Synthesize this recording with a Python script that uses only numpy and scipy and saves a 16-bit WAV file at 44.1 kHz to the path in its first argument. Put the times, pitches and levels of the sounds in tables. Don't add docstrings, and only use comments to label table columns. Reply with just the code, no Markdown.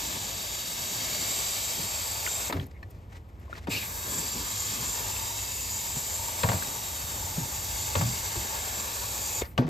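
import sys
import numpy as np
from scipy import signal
from scipy.fft import rfft, irfft, next_fast_len
from scipy.io import wavfile

SR = 44100
rng = np.random.default_rng(int(sys.argv[2]) if len(sys.argv) > 2 else 0)


def waveform_to_disk(signal):
    frames = np.transpose(np.atleast_2d(signal))
    scaled = np.clip(frames, -1, 1) * 32767
    samples = np.round(scaled).astype(np.int16)
    wavfile.write(sys.argv[1], SR, samples)


N = 427329
HOP = 256
TIME = np.arange(N) / SR
FRAME_S = np.arange(N // HOP + 5)[:, None] * HOP / SR
BIN_HZ = np.fft.rfftfreq(4 * HOP, 1 / SR)

# (opens [s], closes [s], width of the coil face's note [Hz], lift of that note [dB])
SQUEEZES = [(-0.5, 2.497, 90, 4.5), (3.705, 9.419, 110, 6)]
# (pitch [Hz], width [Hz], lift [dB])
CABINET_AIR = [(627, 150, 3), (900, 170, 8), (1018, 69, -5.5), (1164, 90, 7), (1315, 320, -3.5),
               (1665, 340, 5.5), (2060, 180, 1), (2200, 146, 5.5), (2390, 150, 1.5), (2616, 220, 5.5),
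               (3000, 300, -0.5), (3350, 210, 1.5), (3540, 110, -1.5), (3790, 150, 4.5), (4140, 220, -1.5),
               (4700, 230, 6), (5870, 550, 3)]
# (time [s], hiss level [dB], lift of the lower hiss [dB], lift of the whistle [dB])
NOZZLE_MOVES = [(0, -35, -3.5, -3.5), (0.25, -38, -2, -3.5), (0.7, -36, -4.5, -5.5), (1.35, -32.5, -5, -3),
                (2.05, -34.5, -6.5, -4), (2.45, -34.5, -7, -2), (4.15, -33, -9.5, -1), (4.35, -36, -6, -4),
                (4.7, -34, -7, -2.5), (5.4, -35.5, -8, -3.5), (5.9, -34.5, -9.5, -2.5),
                (6.55, -34.5, -9, -3.5), (6.85, -35.5, -8.5, -6), (7.5, -35.5, -10, -4.5),
                (7.85, -34, -8, -4), (8.5, -35.5, -7.5, -3.5), (9.0, -35, -8.5, -5),
                (9.27, -33.5, -10.5, -2.5)]
# (frequency [Hz], relative level [dB])
FINE_SPRAY = [(6000, -18), (9300, 0), (12000, -0.5), (14000, 2.5), (15700, 1.5)]
# (frequency [Hz], relative level [dB])
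COIL_DRUM = [(60, -48), (120, 6.5), (170, 5.5), (260, 2.5), (380, -1.5), (600, -12), (1500, -57)]
# (frequency [Hz], relative level [dB])
CLICK_SPECTRUM = [(300, 0), (1200, 6.5), (2600, -3.5), (4300, -5.5), (5500, -13), (9000, -13), (15000, -19)]


def amp(db):
    return 10 ** (np.asarray(db) / 20)


def evened(x):
    return x / np.sqrt(np.mean(x ** 2) + 1e-20)


def colour(points, hz=BIN_HZ):
    f, db = np.transpose(points)
    return amp(np.interp(np.log(hz + 1), np.log(f), db))


def follow(rows, t):
    s, *columns = np.transpose(rows)
    return [np.interp(t, s, c) for c in columns]


def bell(hz, centre, width):
    return 1 / np.sqrt(1 + (2 * (hz - centre) / width) ** 2)


def lifted(hz, resonances):
    return amp(sum(db * bell(hz, centre, width) ** 2 for centre, width, db in resonances))


def dying(t, t60):
    return np.exp(-np.log(1000) * t / t60)


def swell(middle, length):
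    return np.exp(-2 * ((TIME - middle) / length) ** 2)


def swells(rows, rest_db):
    power = sum((amp(db) * swell(middle, length)) ** 2 for middle, length, db, *_ in rows)
    return np.sqrt(amp(rest_db) ** 2 + power)


def drift(t, rate):
    speeds = np.geomspace(rate / 10, rate, 20)
    return evened(sum(np.sin(2 * np.pi * (f * t + rng.random())) / np.sqrt(f) for f in speeds))


def sample_drift(rate):
    return np.interp(TIME, FRAME_S[:, 0], drift(FRAME_S[:, 0], rate))


def flutter(depth_db, rate):
    return amp(depth_db * sample_drift(rate))


def noise(gain):
    z = rng.standard_normal((2, len(FRAME_S), 2 * len(BIN_HZ))).view(complex) * gain
    _, sound = signal.istft(z, nperseg=4 * HOP, noverlap=3 * HOP, time_axis=1, freq_axis=2)
    return evened(sound[:, :N])


def burst(gain):
    return evened(irfft(rng.standard_normal((2, 2 * len(gain))).view(complex) * gain))


def add(mix, s, sound):
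    part = mix[:, round(s * SR):][:, :sound.shape[1]]
    part += sound[:, :part.shape[1]]


def jet():
    open_s, shut_s = 0.037, 0.037
    valve = 0
    for opens, closes, *_ in SQUEEZES:
        ramp = np.minimum((TIME - opens) / open_s, (closes - TIME) / shut_s)
        valve = valve + np.clip(ramp + .5, 0, 1)
    starve_after_s, starve_length_s = 0.19, 0.29
    starved = sum(swell(opens + starve_after_s, starve_length_s) for opens, *_ in SQUEEZES)
    space = roaming_hollow() * wall_echoes()
    stream = nozzle(space, starved) + landing(space, starved)
    return stream * flutter(depth_db=.5, rate=70) * valve


def nozzle(space, starved):
    # (frequency [Hz], relative level [dB])
    hiss_spectrum = [(900, -35), (1900, -8), (2400, -5.5), (3300, 1), (4200, 1.5), (5300, -0.5), (6000, 0),
                     (8000, 3), (9000, -2.5), (12000, -4.5), (15700, -5.5)]
    # (time [s], pitch [Hz])
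    whistle_notes = [(0, 7200), (1, 7140), (1.3, 7430), (2.5, 7490), (4.15, 7400), (4.6, 7200),
                     (5.25, 7270), (5.7, 7120), (6.15, 7430), (6.65, 7420), (7.35, 7100), (8.6, 7400),
                     (9.4, 7050)]
    hiss_db, _, ringing_db = follow(NOZZLE_MOVES, TIME)
    _, facing_db, _ = follow(NOZZLE_MOVES, FRAME_S)

    aimed = amp((facing_db + 4) * bell(BIN_HZ, centre=3300, width=5100) ** 2)
    hiss = amp(hiss_db - 6.5 * starved) * noise(colour(hiss_spectrum) * space * aimed)

    pitch = follow(whistle_notes, FRAME_S)[0] + 70 * drift(FRAME_S, rate=11)
    whistle_db = hiss_db + 1.9 * ringing_db + 2 - 15 * starved
    whistle = amp(whistle_db) * noise(cavity(pitch) * space) * flutter(depth_db=1.5, rate=27)

    fizz_db = -39 + 0.97 * (hiss_db + 35)
    fizz = amp(fizz_db) * noise(colour(FINE_SPRAY) * space)
    return hiss + whistle + fizz


def cavity(pitch):
    core_hz, spacing_hz, skirts_hz = 330, 430, 2200
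    core = bell(BIN_HZ, pitch, core_hz) ** 2
    beside = sum(bell(BIN_HZ, pitch + side * spacing_hz, core_hz) ** 2 for side in (-1, 1))
    return core + 0.19 * beside + 0.19 * bell(BIN_HZ, pitch, skirts_hz) ** 2


def landing(space, starved):
    # (frequency [Hz], relative level [dB])
    splash_spectrum = [(150, -43), (350, -2), (500, 0), (800, -4), (1150, -0.5), (1450, 0.5), (2000, -7.5),
                       (3200, -10.5), (6000, -13.5)]
    # (time [s], level [dB])
    splash_levels = [(0, -40), (0.65, -43.5), (1.05, -38), (2.05, -40.5), (2.5, -38), (3.9, -37.5),
                     (4.17, -37.5), (4.3, -42), (5, -39.5), (5.65, -44), (6.55, -38.5), (6.9, -42.5),
                     (7.65, -42.5), (8.55, -38), (9.4, -39)]
    # (time [s], pitch [Hz])
    face_notes = [(0, 634), (2.5, 690), (3.7, 980), (4.7, 1040), (5.6, 925), (6.3, 905), (7.8, 860),
                  (9.4, 900)]
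    # (middle [s], length [s], level [dB])
    drum_spots = [(.1, 0.41, -45.5), (1.05, 0.63, -45.5), (1.79, 0.11, -43.5), (4.16, 0.14, -40.5),
                  (4.385, 0.07, -39), (4.78, 0.17, -43), (6.62, 0.27, -45), (7.5, 0.13, -52),
                  (8.45, 0.13, -49)]

    note = follow(face_notes, FRAME_S)[0] * (1 + 0.059 * drift(FRAME_S, rate=9))
    face_db = 0
    for opens, closes, width, db in SQUEEZES:
        spraying = (FRAME_S > opens) & (FRAME_S < closes)
        face_db = face_db + spraying * db * bell(BIN_HZ, note, width) ** 2

    level_db = follow(splash_levels, TIME)[0] - 1 - 6.5 * starved
    splash = amp(level_db) * noise(colour(splash_spectrum) * space * amp(face_db))
    splash *= flutter(depth_db=0.52, rate=43)
    drum_gain = amp(-1) * swells(drum_spots, rest_db=-57)
    drum = drum_gain * noise(colour(COIL_DRUM)) * flutter(depth_db=-1.0, rate=47)
    return splash + drum


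def wall_echoes():
    delays = np.geomspace(.001, .005, 7)
    strength = .13 * bell(BIN_HZ, 6500, 8000)
    paths = 0
    for delay in delays:
        moving_delay = delay + 1e-4 * drift(FRAME_S, 1.6)
        paths = paths + strength * np.exp(-2j * np.pi * BIN_HZ * moving_delay)
    return abs(1 + paths) / np.sqrt(1 + len(delays) * strength ** 2)


def roaming_hollow():
    sway, swelling = .011, .22
    total_db = 0
    for hz, width, db in CABINET_AIR:
        lift_db = db * (1 + swelling * drift(FRAME_S, rate=2.5))
        centre = hz * (1 + sway * drift(FRAME_S, rate=1.56))
        total_db = total_db + lift_db * bell(BIN_HZ, centre, width) ** 2
    return amp(total_db)


def spit():
    start_s, rise_s, hold_s, t60 = 3.696, 0.024, 0.075, 0.41
    start_hz, sag_hz_per_s = 2600, 3200
    age = TIME - start_s
    fading = np.maximum(age - hold_s, 0)
    level = amp(-34.5) * np.clip(age / rise_s, 0, 1) * dying(fading, t60)
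    pitch = start_hz - sag_hz_per_s * np.minimum(fading, t60 / 3) + 110 * sample_drift(rate=80)
    shriek = quaver(pitch, width_hz=620) + amp(-3) * quaver(1.68 * pitch, width_hz=1900)
    slug = amp(-5) * dying(np.maximum(age, 0), t60=1.0) * noise(colour(COIL_DRUM))
    return level * (shriek * flutter(depth_db=-1.0, rate=76) + slug)


def quaver(pitch, width_hz):
    r = np.exp(-np.pi * width_hz / SR)
    rough = rng.standard_normal((2, 2 * len(pitch))).view(complex)
    slow = signal.lfilter([1], np.poly([r, r]), rough)
    return evened((slow * np.exp(2j * np.pi * np.cumsum(pitch) / SR)).real)


def dribble():
    # (frequency [Hz], relative level [dB])
    trickle = [(200, 5), (600, 3.5), (1800, 5.5), (3000, -5.5), (5500, -5), (7500, -5), (10000, -9),
               (15500, -17)]
    # (middle [s], length [s], level [dB], brightest frequency [Hz])
    spurt_rows = [(2.6, 0.073, -52.5, 3500), (2.714, 0.0073, -58, 4500), (2.912, 0.013, -60, 5500),
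                  (2.98, 0.1, -68, 3700), (3.125, 0.035, -57.5, 2200), (3.168, 0.042, -56, 3000),
                  (3.295, 0.012, -60, 2800), (3.44, 0.092, -63.5, 1800), (3.56, 0.07, -50, 3300),
                  (3.645, 0.039, -56.5, 3800), (9.683, 0.012, -49.5, 2240)]
    # (middle [s], length [s], level [dB])
    tip_spits = [(2.51, 0.081, -46), (2.6, 0.077, -55), (2.668, 0.0055, -47), (2.909, .009, -51),
                 (3.29, .008, -65), (3.4, .006, -59), (9.45, 0.099, -48), (9.6, 0.03, -51)]

    draining = sum((TIME > closes) * dying(abs(TIME - closes), t60=0.26) for _, closes, *_ in SQUEEZES)
    level = amp(-45) * draining + swells(spurt_rows, rest_db=-81)
    level *= flutter(depth_db=3.1, rate=91)

    *_, brightest = follow(spurt_rows, FRAME_S)
    wash = noise(colour(trickle) * amp(7 * bell(BIN_HZ, brightest, width=3000) ** 2))

    pops_per_s, spread_db = 300, 7
    sizes = amp(spread_db * np.minimum(rng.exponential(1, N), 2))
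    pops = sizes * (rng.random(N) < pops_per_s / SR)
    hz = np.fft.rfftfreq(HOP, 1 / SR)
    pop = burst(colour(trickle, hz)) * dying(TIME[:HOP], t60=0.0062)
    crackle = evened(signal.oaconvolve(pops[None], pop, axes=1)[:, :N])

    sputter = swells(tip_spits, rest_db=-88) * noise(colour(FINE_SPRAY))
    return level * (amp(1) * wash + amp(-5) * crackle) + sputter


def knocks():
    # (time [s], thump level [dB], hardness as click minus thump [dB],
    # thump pitch [Hz], thump's time to fall 60 dB [s])
    blows = [(2.498, -24.5, -7.5, 326, 0.042), (2.525, -27.5, 1.5, 281, 0.19),
             (2.537, -23.5, -39, 93, 0.37), (2.538, -35, -15, 386, 0.28), (2.567, -29, -7.5, 134, 0.25),
             (2.611, -36, -44, 274, 0.21), (3.671, -18.5, -19, 181, 0.067), (3.671, -18.5, -42, 285, 0.072),
             (5.956, -21.5, -62, 139, 0.064), (6.433, -14.5, -6.5, 100.5, 0.13),
             (6.469, -16, -45, 101, 0.1), (6.488, -14, -11, 110, 0.072), (6.518, -26, -3, 163, 0.13),
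             (6.532, -22, -11, 94, 0.19), (7.368, -16.5, -38, 162, 0.081), (7.375, -36.5, -40, 253, 0.27),
             (7.405, -27.5, -38, 123, 0.18), (7.953, -14, -9.5, 96, 0.14), (7.982, -24, -21, 166, 0.18),
             (8.01, -20.5, -8, 120.4, 0.42), (8.045, -26.5, -45, 119, 0.32), (8.35, -28.5, -11, 345, 0.098),
             (8.36, -24, -38, 63.4, 0.22), (9.412, -30, -4.5, 70.5, 0.21), (9.578, -11.5, -14.5, 126, 0.12),
             (9.58, -15, -44, 246.4, 0.19), (9.6, -29, -17, 486, 0.2), (9.633, -23, -28, 157, 0.28),
             (9.667, -27, -15, 330, .25)]
    # (pitch [Hz], relative level [dB], time to fall 60 dB [s])
    panel_modes = [(223.5, -11.5, .3), (457, -6, 0.15), (518, -16.5, 0.39), (564, -10, 0.22),
                   (638, -10, 0.25), (695, -9.5, 0.19), (780, -20, 0.39), (910, -19, 0.16),
                   (924, -7.5, 0.13), (1140, -16, 0.17), (1300, -24, 0.15), (1386, -12, 0.16),
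                   (1546, -8, 0.12), (1770, -9, 0.071)]
    # (frequency [Hz], relative level [dB])
    clang_spectrum = [(60, -40), (170, 22), (300, 7), (550, 12), (950, 9), (1400, 7.5), (2200, -0.5),
                      (4000, -5), (6000, -10.5), (15000, -50)]
    thump_rise_s, clang_rise_s, thump_lag_s, chatter_lag_s = 0.0048, 0.0024, 0.009, 0.034

    out = np.zeros((2, N))
    t = TIME[:SR // 2]
    hz = np.fft.rfftfreq(SR // 2, 1 / SR)
    hollow = lifted(hz, CABINET_AIR)
    soft_start = 1 - np.exp(-(t / thump_rise_s) ** 2)
    for s, thump_db, hardness_db, thump_hz, thump_t60 in blows:
        click = burst(colour(CLICK_SPECTRUM, hz) * hollow) * dying(t, t60=0.062)

        rattle = amp(-3) * burst(colour(clang_spectrum, hz)) * dying(t, t60=.11)
        clang = (rattle + amp(-4) * modes(panel_modes, t)) * (1 - np.exp(-t / clang_rise_s))
        chatter = amp(-14) * burst(colour(clang_spectrum, hz) * hollow) * dying(t, t60=0.25)
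        add(clang, chatter_lag_s, chatter * (1 - np.exp(-t / thump_rise_s)))

        swing = np.exp(2j * np.pi * thump_hz * t) * dying(t, thump_t60) * soft_start
        low_modes = bell(hz, 1.5 * thump_hz, thump_hz) ** 2 * np.minimum(hz / thump_hz, 1)
        boom = amp(-12) * burst(low_modes) * abs(swing)
        thump = np.array([swing.imag, swing.real]) + boom

        clang_db = -4 + 0.45 * hardness_db
        add(out, s, amp(thump_db) * (amp(hardness_db) * click + amp(clang_db) * clang))
        add(out, s + thump_lag_s, amp(thump_db) * thump)
    return out


def modes(table, t):
    ring = 0
    for hz, db, t60 in table:
        level = amp(db + 1.5 * rng.standard_normal())
        ring = ring + level * dying(t, t60) * np.sin(2 * np.pi * (hz * t + rng.random((2, 1))))
    return ring


def taps():
    # (time [s], level [dB], pitch [Hz], time for the ring to fall 60 dB [s])
    tick_rows = [(2.265, -20.5, 1990, 0.02), (2.274, -27, 1470, 0.035), (2.274, -27, 2820, .018),
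                 (2.498, -27.5, 560, 0.035), (2.503, -35, 910, .03), (2.504, -30, 2580, 0.017),
                 (2.525, -29.5, 3670, 0.027), (2.526, -35, 1300, 0.094), (2.598, -29, 3300, 0.011),
                 (2.598, -29, 1890, .015), (2.613, -45, 4030, 0.023), (2.641, -47, 6840, .012),
                 (2.659, -51, 5560, 0.011), (3.48, -50, 1040, 0.054), (3.497, -44, 635, 0.038),
                 (3.528, -27, 1430, 0.026), (3.528, -48, 3700, .03), (3.553, -39, 1880, 0.033),
                 (3.563, -44, 4600, .02), (3.577, -46, 900, .035), (3.672, -37, 2450, 0.04),
                 (5.164, -29.5, 2660, 0.018), (6.433, -30, 4200, .03), (6.434, -28, 2220, 0.034),
                 (6.436, -26, 957, 0.11), (6.488, -25, 1900, 0.018), (6.495, -32, 3000, 0.018),
                 (6.624, -29, 1600, 0.04), (7.953, -31, 3500, 0.026), (7.955, -28, 926, .035),
                 (8.011, -32, 1300, 0.05), (8.356, -33, 416, 0.036), (8.357, -36, 950, .035),
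                 (9.416, -31.5, 3650, .03), (9.419, -28.5, 2180, 0.026), (9.419, -27.5, 675, 0.02),
                 (9.42, -26, 420, 0.033), (9.452, -44, 1940, .03), (9.452, -44, 4700, 0.038),
                 (9.578, -22.5, 2930, 0.016), (9.579, -28, 554, .11)]
    out = np.zeros((2, N))
    t = TIME[:SR // 5]
    hz = np.fft.rfftfreq(SR // 5, 1 / SR)
    for s, db, pitch, t60 in tick_rows:
        swing = np.exp(2j * np.pi * pitch * t)
        around = amp(-4) * burst(bell(hz, pitch, pitch / 2.3) ** 2)
        ring = (np.array([swing.imag, swing.real]) + around) * dying(t, t60)
        snap = amp(-12) * burst(colour(CLICK_SPECTRUM, hz)) * dying(t, t60 / 2)
        add(out, s, amp(db) * (ring + snap) * (1 - np.exp(-t / 0.00058)))
    return out


def handling():
    # (pitch [Hz], relative level [dB], time to fall 60 dB [s])
    fitting_modes = [(1100, -8, .04), (1760, 8, 0.043), (1920, 0, .045), (2331, -6, .045),
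                     (2530, -1, 0.033), (4199, -9, 0.049), (4330, -10, .04), (5500, -15, .05)]
    squeak_s, length_s, squeak_hz, sag_hz_per_s = 2.765, 0.031, 2090, 1500
    pitch = squeak_hz - sag_hz_per_s * np.clip(FRAME_S - squeak_s, -length_s, length_s)
    out = amp(-57) * swell(squeak_s, length_s) * noise(bell(BIN_HZ, pitch, width=420) ** 2)

    clink_s = 2.828
    t = TIME[:SR // 2]
    hz = np.fft.rfftfreq(len(t), 1 / SR)
    snap = amp(1) * burst(colour(CLICK_SPECTRUM, hz)) * dying(t, t60=0.031)
    clink = (modes(fitting_modes, t) + snap) * (1 - np.exp(-t / 0.001))
    add(out, clink_s, amp(-43) * clink)
    return out


def outdoors():
    # (frequency [Hz], relative level [dB])
    rumble_spectrum = [(20, -41), (38, -16), (54, 1), (72, 0), (102, -1.5), (128, -11), (220, -16),
                       (400, -21), (1000, -29.5), (2500, -40.5), (6000, -50), (15000, -51)]
    # (pitch [Hz], width [Hz], lift [dB])
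    hum_lifts = [(56.8, 4.6, 0), (106.3, 5, 5.5)]
    # (time [s], level [dB])
    machine_levels = [(0, -48), (.8, -52), (2.3, -48), (2.8, -45.5), (3.25, -48.5), (4.3, -45), (5.2, -47),
                      (6.3, -47), (8.2, -44), (9.2, -48), (9.55, -47)]
    level_db = follow(machine_levels, TIME)[0] + 3
    hz = np.fft.rfftfreq(next_fast_len(2 * N), 1 / SR)
    rumble = burst(colour(rumble_spectrum, hz) * lifted(hz, hum_lifts))[:, :N]
    return amp(level_db) * rumble * flutter(depth_db=1.1, rate=5)


def scene():
    return jet() + spit() + dribble() + knocks() + taps() + handling() + outdoors()


def record(dry):
    # (frequency [Hz], phase by which left leads [rad],
    # likeness of left and right [0-1], left minus right [dB])
    stereo_pattern = [(100, 0.01, 0.98, -0.5), (500, 0.45, 0.88, 2.2), (920, 1.0, 0.72, 7.0),
                      (1250, 1.9, .75, 3.4), (1500, 3.02, 0.7, 3.6), (1900, 5.1, 0.7, 2.3),
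                      (2350, 6.37, 0.9, 1.0), (2900, 7.35, .68, 3.5), (3250, 7.1, 0.36, 6.3),
                      (3600, 6.28, 0.97, 0.6), (4000, 6.28, 1.0, 0), (5050, 6.3, 0.98, 0.0),
                      (5400, 5.95, .72, -1), (5850, 6.15, 0.74, -1.9), (6400, 6.28, 1.0, 0.0),
                      (7450, 6.26, 0.98, 0.0), (8250, 5.3, .68, .3), (8850, 4.3, 0.65, 0.1),
                      (9100, 3.45, .88, 0), (9550, 3.15, 1.0, 0.0), (10350, 3.13, 0.99, 0.0),
                      (10900, 2.85, .83, 0), (11100, 2.1, .64, 0), (11650, 1.15, 0.64, 0.0),
                      (11850, 0.0, 1.0, 0.0), (13150, 0, 0.99, 0.0), (13650, -.35, .84, 0),
                      (13850, -1.05, .64, 0), (14400, -2.0, 0.64, 0.0), (14650, -2.85, .86, 0),
                      (15200, -3.13, 0.99, 0.0)]
    shared, scattered = rfft(dry)
    hz = np.fft.rfftfreq(N, 1 / SR)
    phase, likeness, balance_db = follow(stereo_pattern, hz)
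    likeness = np.clip(likeness, 0, 1)
    right = likeness * shared + np.sqrt(1 - likeness ** 2) * scattered
    right = right * np.exp(-1j * phase) / amp(balance_db / 2)
    left = shared * amp(balance_db / 2)
    pair = irfft(np.array([left, right]), N)
    low_pass = signal.firwin(511, 15750, window=("kaiser", 9), fs=SR)
    return signal.oaconvolve(pair, low_pass[None], "same")


dry = scene()
out = record(dry)
waveform_to_disk(out)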